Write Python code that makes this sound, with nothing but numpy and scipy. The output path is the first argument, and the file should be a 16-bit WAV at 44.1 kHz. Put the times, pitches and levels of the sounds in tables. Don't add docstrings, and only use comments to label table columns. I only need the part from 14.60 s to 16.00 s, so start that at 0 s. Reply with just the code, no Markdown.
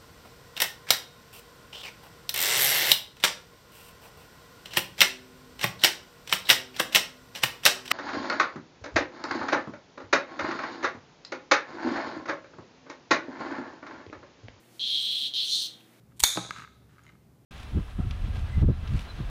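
import sys
import numpy as np
from scipy import signal
from scipy.fft import rfft, irfft, next_fast_len
from scipy.io import wavfile

SR = 44100
rng = np.random.default_rng(int(sys.argv[2]) if len(sys.argv) > 2 else 0)


def master(y):
    cut = np.clip(np.atleast_2d(y).T, -1, 1)
    pcm = np.round(cut * 32767)
    wavfile.write(sys.argv[1], SR, pcm.astype(np.int16))


N = 61739

# freq_hz, relative_db
ROOM_TONE = [(25, -35), (60, -20), (78, -14.5), (100, -14), (140, -5.5), (210, -2), (280, -6), (335, -3),
             (420, -10.5), (700, -12.5), (1000, -16.5), (2000, -17), (4200, -22), (5200, -25.5),
             (15300, -27.5)]
# pitch_hz, level_db
HUM_PARTIALS = [(119, -68), (323, -71.5), (484.5, -73.5), (737.5, -77)]
# freq_hz, t60_s
ROOM_DECAY = [(2000, 0.48), (3500, 0.38), (4600, 0.27), (8000, 0.29), (14000, .23)]
# centre_s, length_s, level_db
FUR_SWELLS = [(.165, .14, -62.5)]
# freq_hz, relative_db
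FUR_COLOUR = [(800, -22), (3000, -4.5), (7000, -6), (10500, -6.5), (15000, -13)]
TICK_SPECTRUM = [(300, -22.5), (1500, -18.5), (2400, -8), (2850, 6), (3300, -9), (4300, -10), (6000, -16.5)]
# time_s, rate_hz, jitter_s
MUSCLE_PACE = [(.195, 68, 0.000092), (.27, 69.8, 0.000026), (0.341, 72.5, .00002), (.41, 71.3, 0.000032),
               (.48, 70.5, 0.000054), (.62, 68, 0.000057), (.69, 64, 0.00011), (.74, 70.5, .00005),
               (.85, 68.4, 0.000046), (.95, 69, .0001), (1.07, 66, .00016)]
# phase_cycles, relative_db
TYMBAL_STROKES = [(0, -1.5), (.28, -2.5), (0.529, -1), (.77, -4)]
# time_s, tension (0 relaxed, 1 tensed)
ABDOMEN_TENSION = [(.69, 0.026), (.75, 0.22), (.82, 0.43), (.88, 0.2), (.93, 1), (1.0, 0.84), (1.07, 0.42)]
# freq_hz, relative_db
RELAXED_RING = [(1000, -74), (1700, -41.5), (2110, -33.5), (2610, -21), (2680, -17.5), (2910, -10.5),
                (3210, -1.5), (3380, -2), (3660, -3), (4190, -1.5), (4480, -10.5), (4670, -19),
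                (5200, -19.5), (6760, -46), (11400, -120)]
TENSED_RING = [(1000, -70), (1700, -45), (2510, -34.5), (2710, -23.5), (3210, -9.5), (3530, -2),
               (3930, -2.5), (4020, -2.5), (4310, 1.5), (4740, -12.5), (5200, -15), (6760, -39),
               (11400, -120)]
# freq_hz, relative_db
RASP_COLOUR = [(2760, -41.5), (4700, 0.5), (4960, -4.5), (5750, 0), (5960, -1.5), (7800, -15.5),
               (10100, -55), (17200, -120)]
TREBLE_COLOUR = [(4400, -44), (7200, -10.5), (7900, -6), (8600, -1), (9350, -10), (9900, -6.5),
                 (11000, -12.5), (12000, -29.5)]
HISS_COLOUR = [(8000, -39), (10000, -6), (11800, -7.5), (12500, 0), (13100, -2.5), (14300, 0.5),
               (15300, -2)]
SIZZLE_COLOUR = [(8500, -36), (9900, -12), (10600, -10.5), (11200, -14), (12200, -27.5)]
# centre_s, length_s, level_db
SIZZLE_SWELLS = [(.32, .11, -55), (.45, .06, -68), (.752, .045, -54)]
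# time_s, body_db, rasp_db, treble_db, hiss_db
BUZZ_LEVELS = [
    [(.195, -34, -52, -64, -68), (.215, -32, -50.5, -66, -68), (.375, -27.5, -49, -57, -58),
     (.425, -32, -48.5, -51.5, -55), (.455, -29, -50.5, -55, -55), (.555, -29.5, -50.5, -55, -57),
     (.6, -32.5, -51.5, -53.5, -56), (.66, -28.5, -50, -56.5, -58), (.69, -39.5, -52, -63, -64)],
    [(.738, -31, -49, -64, -63), (.765, -26.5, -46, -59, -57), (.818, -25.5, -49.5, -55.5, -56),
     (.845, -30, -49, -52.5, -56), (.865, -34.5, -43.5, -52, -56), (.945, -26, -35, -45.5, -51.5),
     (1.0, -30.5, -38.5, -45, -52), (1.055, -32, -41.5, -49, -49), (1.072, -35.5, -44, -56.5, -60)],
]
# pitch_hz, t60_s, relative_db
RELAXED_MODE, TENSED_MODE = (3290, .019, -11), (4100, .014, -13.5)
RIB_GAP_S = [.0006, .001352, .00095, .001703]


def amp(db):
    return 10 ** (np.asarray(db) / 20)


def unit(x):
    return x / np.sqrt(np.mean(x ** 2) + 1e-20)


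def along(points, hz):
    freqs, values = np.transpose(points)
    return np.interp(np.log(hz + 1), np.log(freqs + 1), values)


def colour(x, spectrum):
    size = 2 * next_fast_len(N)
    gain = amp(along(spectrum, np.fft.rfftfreq(size, 1 / SR)))
    cepstrum = irfft(np.log(np.maximum(gain, 1e-6)), size)
    cepstrum[1:size // 2] *= 2
    cepstrum[size // 2 + 1:] = 0
    return unit(irfft(rfft(x, size) * np.exp(rfft(cepstrum)), size)[:N])


def swells(rows):
    t = np.arange(N) / SR
    return sum(amp(db) * np.exp(-(2 * (t - centre) / length) ** 2) for centre, length, db in rows)


def background(noise_db=-59):
    t = np.arange(N) / SR
    hum = sum(amp(db) * np.sqrt(2) * np.sin(2 * np.pi * (hz * t + rng.random()))
              for hz, db in HUM_PARTIALS)
    return hum + amp(noise_db) * colour(rng.standard_normal(N), ROOM_TONE)


def room(x, echoes=12, walls_s=.011, walls_db=-5, rise_s=.0065, tail_db=-6.5):
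    hz, t, noise = signal.stft(rng.standard_normal(SR // 2), SR, nperseg=256)
    decay = amp(-60 * t / along(ROOM_DECAY, hz)[:, None])
    tail = signal.istft(noise * decay * (1 - np.exp(-t / rise_s)), SR, nperseg=256)[1]
    delays = (rng.uniform(.1, 1, echoes) * walls_s * SR).astype(int)
    walls = np.bincount(delays, rng.uniform(.21, 1, echoes), len(tail))
    response = amp(tail_db) * tail / np.linalg.norm(tail) + amp(walls_db) * walls / np.linalg.norm(walls)
    return signal.fftconvolve(x, response)[:N]


def shifting_echoes(x, spots=4):
    position = np.linspace(0, spots - 1, N)
    return sum(room(x * np.sqrt(np.maximum(1 - abs(position - k), 0))) for k in range(spots))


def cat(tick_at_s=1.204, tick_db=-55, tick_decay_s=.0092):
    fur = swells(FUR_SWELLS) * colour(rng.standard_normal(N), FUR_COLOUR)
    age = np.arange(N) / SR - tick_at_s
    tick_gain = amp(tick_db) * (age > 0) * np.exp(-abs(age) / tick_decay_s)
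    return fur + tick_gain * colour(rng.standard_normal(N), TICK_SPECTRUM)


def tymbals(start_s, end_s, rib_db=-7, scatter_db=1.4):
    t = np.arange(N) / SR
    times, rate_hz, jitter_s = np.transpose(MUSCLE_PACE)
    cycles = np.cumsum(np.interp(t, times, rate_hz)) / SR
    stroke_phase, stroke_db = np.transpose(TYMBAL_STROKES)
    phase = (np.arange(64)[:, None] + stroke_phase).ravel()
    slip, force, rib_slip, rib_force = rng.standard_normal((len(phase), 4)).T
    due_s = np.interp(phase + np.interp(start_s, t, cycles), cycles, t)
    scatter_s = np.interp(due_s, times, jitter_s)
    click_s = due_s + scatter_s * slip
    click_gain = amp(np.resize(stroke_db, len(phase)) + scatter_db * force) * (click_s < end_s)
    rib_s = click_s + np.resize(RIB_GAP_S, len(phase)) + 2 * scatter_s * rib_slip
    rib_gain = click_gain * amp(rib_db + scatter_db * rib_force)
    samples = np.clip(np.round(np.r_[click_s, rib_s] * SR).astype(int), 0, N - 1)
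    return np.bincount(samples, np.r_[click_gain, rib_gain], N)


def abdomen(clicks, spectrum, mode):
    pitch_hz, t60_s, mode_db = mode
    t = np.arange(SR // 10) / SR
    broad = colour(clicks, spectrum)
    damped_sine = amp(-60 * t / t60_s) * np.sin(2 * np.pi * pitch_hz * t)
    narrow = unit(signal.fftconvolve(np.gradient(broad), damped_sine)[:N])
    return unit(broad + amp(mode_db) * narrow)


def buzz(rows, crackle_s=.00073, crackle_db=6, body_trim_db=-1, rasp_trim_db=-1.5, hiss_trim_db=.5):
    t = np.arange(N) / SR
    times, *levels = np.transpose(rows)
    body_db, rasp_db, treble_db, hiss_db = [np.interp(t, times, level) for level in levels]
    clicks = tymbals(times[0], times[-1])
    bursts = unit(signal.fftconvolve(clicks, t * np.exp(-t / crackle_s))[:N])
    crackle = bursts * rng.standard_normal(N)
    snaps = unit(clicks) + amp(crackle_db) * crackle
    tension = np.interp(t, *np.transpose(ABDOMEN_TENSION))
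    body = ((1 - tension) * abdomen(clicks, RELAXED_RING, RELAXED_MODE)
            + tension * abdomen(clicks, TENSED_RING, TENSED_MODE))
    sound = (amp(body_db + body_trim_db) * body
             + amp(rasp_db + rasp_trim_db) * colour(snaps, RASP_COLOUR)
             + amp(treble_db) * colour(crackle, TREBLE_COLOUR)
             + amp(hiss_db + hiss_trim_db) * colour(crackle, HISS_COLOUR)
             + swells(SIZZLE_SWELLS) * colour(crackle, SIZZLE_COLOUR))
    return sound * np.sqrt((times[-1] - times[0]) * SR / N)


def scene():
    cicada = sum(buzz(rows) for rows in BUZZ_LEVELS)
    return (cicada + shifting_echoes(cicada) + cat() + background())[None]


def record(dry, low_cut_hz=74, top_hz=15380):
    size = next_fast_len(N + SR // 2)
    low_cut = signal.butter(2, low_cut_hz, "highpass", fs=SR, output="sos")
    spectrum = rfft(signal.sosfilt(low_cut, dry), size)
    in_band = np.fft.rfftfreq(size, 1 / SR) < top_hz
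    return irfft(spectrum * in_band, size)[..., :N]


dry = scene()
out = record(dry)
master(out)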